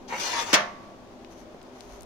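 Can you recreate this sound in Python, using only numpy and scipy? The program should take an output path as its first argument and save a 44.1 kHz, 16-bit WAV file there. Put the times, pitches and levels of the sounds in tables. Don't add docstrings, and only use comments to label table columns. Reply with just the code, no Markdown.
import sys
import numpy as np
from scipy import signal
from scipy.fft import rfft, irfft
from scipy.io import wavfile
from scipy.ndimage import uniform_filter1d

SR = 44100
rng = np.random.default_rng(int(sys.argv[2]) if len(sys.argv) > 2 else 0)


def write(x):
    x = np.atleast_2d(x).T
    wavfile.write(sys.argv[1], SR, np.round(np.clip(x, -1, 1) * 32767).astype(np.int16))


N = 90404
TIME_S = np.arange(N) / SR

# start_s, ring_rel_db, crack_rel_db, thud_rel_db
CONTACTS = [(0.5296, -5.5, -2.5, -29), (0.5324, -1.5, 1.5, 5.5), (0.5382, -3, 4.5, -20.5),
            (0.5421, -16, 4.5, -4.5), (.551, -4.5, -1.5, -8), (0.5626, -6, -17, -23)]
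# freq_hz, level_rel_db, t60_s, left_minus_right_db
STOVE_MODES = [(205, -42, 1.0, 0), (618, -26, 0.36, -1), (703, -30, 0.5, 1), (934, -33, 0.55, 1),
               (1086, -33, 0.75, 3), (1143, -38, 1.3, -5), (1198, -30, 0.35, 3), (1256, -32, 0.38, 5),
               (1385, -31, 0.34, -3), (1529, -29, 0.32, -6), (1714, -30, 0.42, -6), (1772, -26, 0.31, -6),
               (1965, -31, 0.37, -2), (2112, -32, 0.37, -5), (2422, -28, 0.21, 8), (2697, -34, .26, 0),
               (3064, -35, 0.28, 9), (3531, -35, .3, 3), (3885, -35, 0.27, 1), (4398, -33, 0.2, 8),
               (5580, -32, .21, 6)]
# freq_hz, density_rel_db
PANEL_SPECTRUM = [(150, -3), (300, -17), (600, 4.5), (1100, 1), (2100, 3), (2700, -4.5), (4500, -11),
                  (6300, -12), (7500, -25), (15500, -40)]
# freq_hz, t60_s
PANEL_DECAY = [(200, 0.54), (700, 0.33), (2000, 0.29), (6000, 0.29), (12000, 0.24)]
# freq_hz, density_rel_db
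CRACK_SPECTRUM = [(300, -24), (1000, 7), (3300, 2), (6000, 2.5), (7200, -5.5), (9500, -9.5), (11000, -18.5),
                  (15500, -17)]
# freq_hz, t60_s
CRACK_DECAY = [(1000, 0.059), (5000, 0.072), (12000, 0.047)]
# freq_hz, level_rel_db
THUD_MODES = [(200, -8), (305, -1.5), (450, -4.5)]
# time_s, grind_rel_db, grit_rel_db
SLIDE_LEVELS = [(0.079, -48.5, -49), (.11, -36.5, -48.5), (.16, -37, -44.5), (.188, -40.5, -41),
                (.2, -35.5, -33), (.28, -36, -34), (0.349, -33, -36.5), (0.393, -31, -32),
                (.425, -37, -36.5), (.455, -39.5, -45), (.472, -36.5, -40.5), (0.529, -35.5, -39.5)]
# freq_hz, density_rel_db
GRIND_SPECTRUM = [(200, -14), (500, 1), (900, 6.5), (1350, 0.5), (2000, 3.5), (2800, -1), (4000, -38)]
# freq_hz, density_rel_db
GRIT_SPECTRUM = [(1200, -38), (2500, -6), (3200, 4.5), (4600, 1.5), (6200, 2.5), (7200, -6.5),
                 (10500, -15.5), (15500, -24.5)]
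# freq_hz, level_rel_db
DRAWER_MODES = [(824, -52), (933, -42.5)]
# start_s, level_rel_db
GUIDE_HITS = [(.1, -14), (.1245, 1), (.137, 1), (.1445, -21), (0.1504, -4.5), (0.331, -6)]
# freq_hz, level_rel_db
KNOCK_MODES = [(520, -8.5), (830, -4.5), (940, 1.5), (1880, -5.5), (2120, -5.5)]
# centre_s, width_s, pitch_hz, level_db
SQUEAL_TONES = [(.25, 0.016, 2380, -43), (.255, .022, 4250, -40), (.27, 0.041, 5850, -38.5),
                (.345, 0.018, 1570, -53), (.383, 0.026, 1137, -33.5), (.392, 0.0067, 3476, -31),
                (.43, 0.026, 1228, -41.5), (1.36, .04, 6000, -66)]
# start_s, level_db, centre_hz
TICK_EVENTS = [(1.247, -40.5, 2970), (1.546, -31, 583), (1.6158, -44.5, 3340), (1.629, -51.5, 8000),
               (1.807, -37, 4840), (2.008, -42.5, 7000), (2.021, -44.5, 8000), (2.032, -43, 7900)]
# centre_s, width_s, level_db
RUSTLE_EVENTS = [(1.32, 0.014, -53), (1.399, 0.027, -54.5), (1.81, 0.052, -56.5), (1.939, 0.04, -52)]
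# freq_hz, density_rel_db
RUSTLE_SPECTRUM = [(1000, 1.5), (2500, -6.5), (5000, -8), (6300, 0), (7500, -16.5), (12000, -15),
                   (15500, -28)]
# freq_hz, density_rel_db
RUMBLE_SPECTRUM = [(12, -5), (22, -8), (45, -16), (74, -11.5), (106, -6), (122, -12.5), (245, -2),
                   (282, -7.5), (393, -1.5), (427, -10.5), (597, -5.5), (1770, -23), (6400, -31),
                   (7900, -40.5), (15500, -48.5)]
# pitch_hz, level_rel_db
HUM_TONES = [(253.0, -57.5), (328.4, -58.5), (403.7, -63), (608.3, -63.5), (705.2, -75)]
# time_s, level_db
DRAUGHT_LEVELS = [(.7, -78), (.8, -62), (1.8, -62.5), (1.9, -52)]
# freq_hz, left_minus_right_db
CLANK_BALANCE = [(200, 3), (380, -9), (700, -1.5), (1300, -5.5), (2400, 0), (4400, 6.5), (8000, 4)]
# freq_hz, left_minus_right_db
SLIDE_BALANCE = [(200, -1.5), (1200, 1.5), (2400, -0.5), (4400, 10), (8000, 11.5), (15000, 6.5)]
# freq_hz, left_minus_right_db
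AIR_BALANCE = [(30, 0), (150, 2.5), (1000, 0.5), (6000, 6.5)]
# freq_hz, correlation
NEAR_COHERENCE = [(200, 0.78), (400, 1), (750, 0.23), (1500, 0.18), (8000, 0.067)]
# freq_hz, correlation
AIR_COHERENCE = [(30, 0.2), (120, 0.98), (300, 0.88), (700, 0.67), (1500, 0)]


def clank():
    out = np.zeros((2, N))
    panels = ring(PANEL_SPECTRUM, PANEL_DECAY, CLANK_BALANCE, ragged_db=2)
    after_ring = ring(PANEL_SPECTRUM, [(1000, 0.81)], CLANK_BALANCE)
    add(out, CONTACTS[2][0], amp(-35.5) * after_ring)
    for start_s, ring_db, crack_db, thud_db in CONTACTS:
        crack = ring(CRACK_SPECTRUM, CRACK_DECAY, CLANK_BALANCE, ragged_db=2)
        add(out, start_s, amp(ring_db - 20) * panels)
        add(out, start_s, amp(crack_db - 15.5) * crack)
        add(out, start_s, amp(thud_db - 19) * strike(THUD_MODES, CLANK_BALANCE, t60_s=0.036))
    for hz, db, t60_s, balance_db in STOVE_MODES:
        energy = sum((TIME_S > start_s) * amp(ring_db - 60 * np.abs(TIME_S - start_s) / t60_s) ** 2
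                     for start_s, ring_db, _, _ in CONTACTS)
        envelope = np.sqrt(np.abs(uniform_filter1d(energy, 40)))
        lag_rad = np.arccos(lookup(NEAR_COHERENCE, hz)) * rng.choice([-1, 1])
        phase_rad = 2 * np.pi * (hz * TIME_S + rng.random()) + np.array([[0], [lag_rad]])
        out += amp(db - 3) * envelope * pan(balance_db) * np.sin(phase_rad)
    return out


def scrape():
    time_s, grind_db, grit_db = np.transpose(SLIDE_LEVELS)
    moving = np.interp(TIME_S, [time_s[0] - 0.003, time_s[0], time_s[-1], time_s[-1] + 0.01], [0, 1, 1, 0])
    chatter = wander(rate_hz=150)
    grind_force = moving * amp(np.interp(TIME_S, time_s, grind_db) + chatter)
    grit_force = moving * amp(np.interp(TIME_S, time_s, grit_db) + 0.63 * chatter)
    grind = rub(grind_force * unit(slips(per_s=2500, spread_db=2.5)[0]), GRIND_SPECTRUM, t60_s=0.11)
    grit = rub(grit_force * unit(slips(per_s=9000, spread_db=-2.5)[0]), GRIT_SPECTRUM, t60_s=0.036)
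    out = amp(1.57) * grind + amp(2) * grit
    for hz, db in DRAWER_MODES:
        drive = grind_force * slips(per_s=2500, spread_db=2.5)
        out += amp(db - 3) * pan(lookup(SLIDE_BALANCE, hz)) * resonate(drive, hz, t60_s=0.28)
    return out


def rub(drive, spectrum, t60_s, spots=7):
    position = np.interp(TIME_S, [SLIDE_LEVELS[0][0], SLIDE_LEVELS[-1][0]], [0, spots - 1])
    out = 0
    for spot in range(spots):
        body = ring(spectrum, [(1000, t60_s)], SLIDE_BALANCE, size=8192, ragged_db=2.5)
        body /= np.sqrt((body ** 2).sum() / 2)
        nearness = np.cos(np.pi / 2 * np.clip(position - spot, -1, 1))
        out += signal.fftconvolve((nearness * drive)[None], body, axes=1)[:, :N]
    return out


def knocks():
    out = np.zeros((2, N))
    for start_s, db in GUIDE_HITS:
        modes = [(hz * (1 + 0.041 * rng.standard_normal()), mode_db) for hz, mode_db in KNOCK_MODES]
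        add(out, start_s, amp(db - 30) * strike(modes, SLIDE_BALANCE, t60_s=0.11))
    return out


def squeals():
    out = 0
    for centre_s, width_s, hz, db in SQUEAL_TONES:
        phase_rad = 2 * np.pi * np.cumsum(hz * (1 + 0.006 * wander(rate_hz=150))) / SR
        tone = np.sin(phase_rad + np.array([[0], [1]]))
        out += amp(db) * pan(lookup(SLIDE_BALANCE, hz)) * swell(centre_s, width_s) * tone
    return out


def handling():
    envelope = sum(amp(db) * swell(centre_s, width_s) for centre_s, width_s, db in RUSTLE_EVENTS)
    out = envelope * colour(slips(per_s=2800, spread_db=3), RUSTLE_SPECTRUM, SLIDE_BALANCE, NEAR_COHERENCE)
    for start_s, db, hz in TICK_EVENTS:
        spectrum = [(hz / 4, -25), (hz * 0.69, 0), (hz * 1.13, -1), (hz * 2.1, -15), (hz * 5, -45)]
        add(out, start_s, amp(db) * ring(spectrum, [(4000, 0.0087)], SLIDE_BALANCE, size=4096))
    return out


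def rumble(fade_db_per_s=3):
    noise = air_noise(RUMBLE_SPECTRUM) * amp(0.5 * wander(rate_hz=10))
    low = signal.sosfiltfilt(signal.butter(2, 500, fs=SR, output="sos"), noise)
    low_gain = amp(-fade_db_per_s * (TIME_S - 0.5))
    return amp(-46.5) * (noise + low * (low_gain - 1))


def hum():
    spectrum = [(100, 0.0061), (1000, 0.012)]
    return sum(amp(db + 1) * resonate(air_noise(spectrum), hz, t60_s=0.45) for hz, db in HUM_TONES)


def draught():
    envelope = amp(np.interp(TIME_S, *np.transpose(DRAUGHT_LEVELS)))
    return envelope * air_noise([(20, -6.5), (48, 11), (75, -13), (800, -79)])


def air_noise(spectrum):
    return colour(rng.standard_normal((2, N)), spectrum, AIR_BALANCE, AIR_COHERENCE)


def ring(spectrum, decay, balance, size=32768, ragged_db=0, bunch_hz=107, attack_s=0.00046):
    bunches = unit(uniform_filter1d(rng.standard_normal(size // 2 + 1), round(bunch_hz * size / SR)))
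    treble_weight = np.minimum(np.fft.rfftfreq(size, 1 / SR) / 4000, 1)
    bins = rfft(rng.standard_normal((2, size))) * amp(ragged_db * treble_weight * bunches)
    noise = colour(irfft(bins), spectrum, balance, NEAR_COHERENCE)
    hz, time_s, bands = signal.stft(noise, SR, nperseg=256)
    decay_db = -60 * np.minimum(time_s / lookup(decay, hz)[:, None], 10)
    tail = signal.istft(bands * amp(decay_db), SR, nperseg=256)[1][:, :size]
    return low_cut(tail * np.minimum(TIME_S[:size] / attack_s, 1))


def strike(modes, balance, t60_s):
    tones = sum(pan(lookup(balance, hz)) * amp(db - 60 * TIME_S / t60_s) * np.sin(2 * np.pi * hz * TIME_S)
                for hz, db in modes)
    return low_cut(low_cut(tones))


def low_cut(x, cutoff_hz=168):
    return signal.sosfilt(signal.butter(4, cutoff_hz, "high", fs=SR, output="sos"), x)


def resonate(drive, hz, t60_s):
    pole = np.exp((2j * np.pi * hz - np.log(1000) / t60_s) / SR)
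    return unit(signal.lfilter([1], [1, -pole], drive).real)


def slips(per_s, spread_db):
    strength = amp(spread_db * np.minimum(rng.exponential(1, (2, N)), 4))
    return strength * rng.choice([-1, 1], (2, N)) * (rng.random((2, N)) < per_s / SR)


def wander(rate_hz):
    hz = np.fft.rfftfreq(N, 1 / SR)
    return unit(irfft(rfft(rng.standard_normal(N)) * np.exp(-(hz / rate_hz) ** 2), N))


def swell(centre_s, width_s):
    return np.exp(-((TIME_S - centre_s) / width_s) ** 2 / 2)


def colour(pair, spectrum, balance, coherence):
    size = pair.shape[1]
    hz = np.fft.rfftfreq(size, 1 / SR)
    left, other = rfft(pair)
    correlation = lookup(coherence, hz)
    right = correlation * left + np.sqrt(1 - correlation ** 2) * other
    gains = pan(lookup(balance, hz)) * amp(lookup(spectrum, hz))
    return unit(irfft(np.array([left, right]) * gains, size))


def pan(balance_db):
    gains = amp(np.array([balance_db, -balance_db]) / 2).reshape(2, -1)
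    return gains / np.sqrt((gains ** 2).mean(0))


def lookup(table, hz):
    table_hz, values = np.transpose(table)
    return np.interp(np.log(hz + 1), np.log(table_hz + 1), values)


def add(mix, start_s, sound):
    part = mix[:, round(start_s * SR):][:, :sound.shape[1]]
    part += sound[:, :part.shape[1]]


def amp(db):
    return 10 ** (np.asarray(db) / 20)


def unit(x):
    return x / np.sqrt(np.mean(x ** 2) + 1e-20)


def scene():
    return scrape() + squeals() + knocks() + clank() + rumble() + hum() + draught() + handling()


def record(dry, ceiling=0.95, cutoff_hz=15850):
    rounded = dry / (1 + (dry / ceiling) ** 4) ** 0.25
    low_pass = signal.firwin(511, cutoff_hz, window=("kaiser", 9), fs=SR)
    return signal.oaconvolve(rounded, low_pass[None], "same")


dry = scene()
out = record(dry)
write(out)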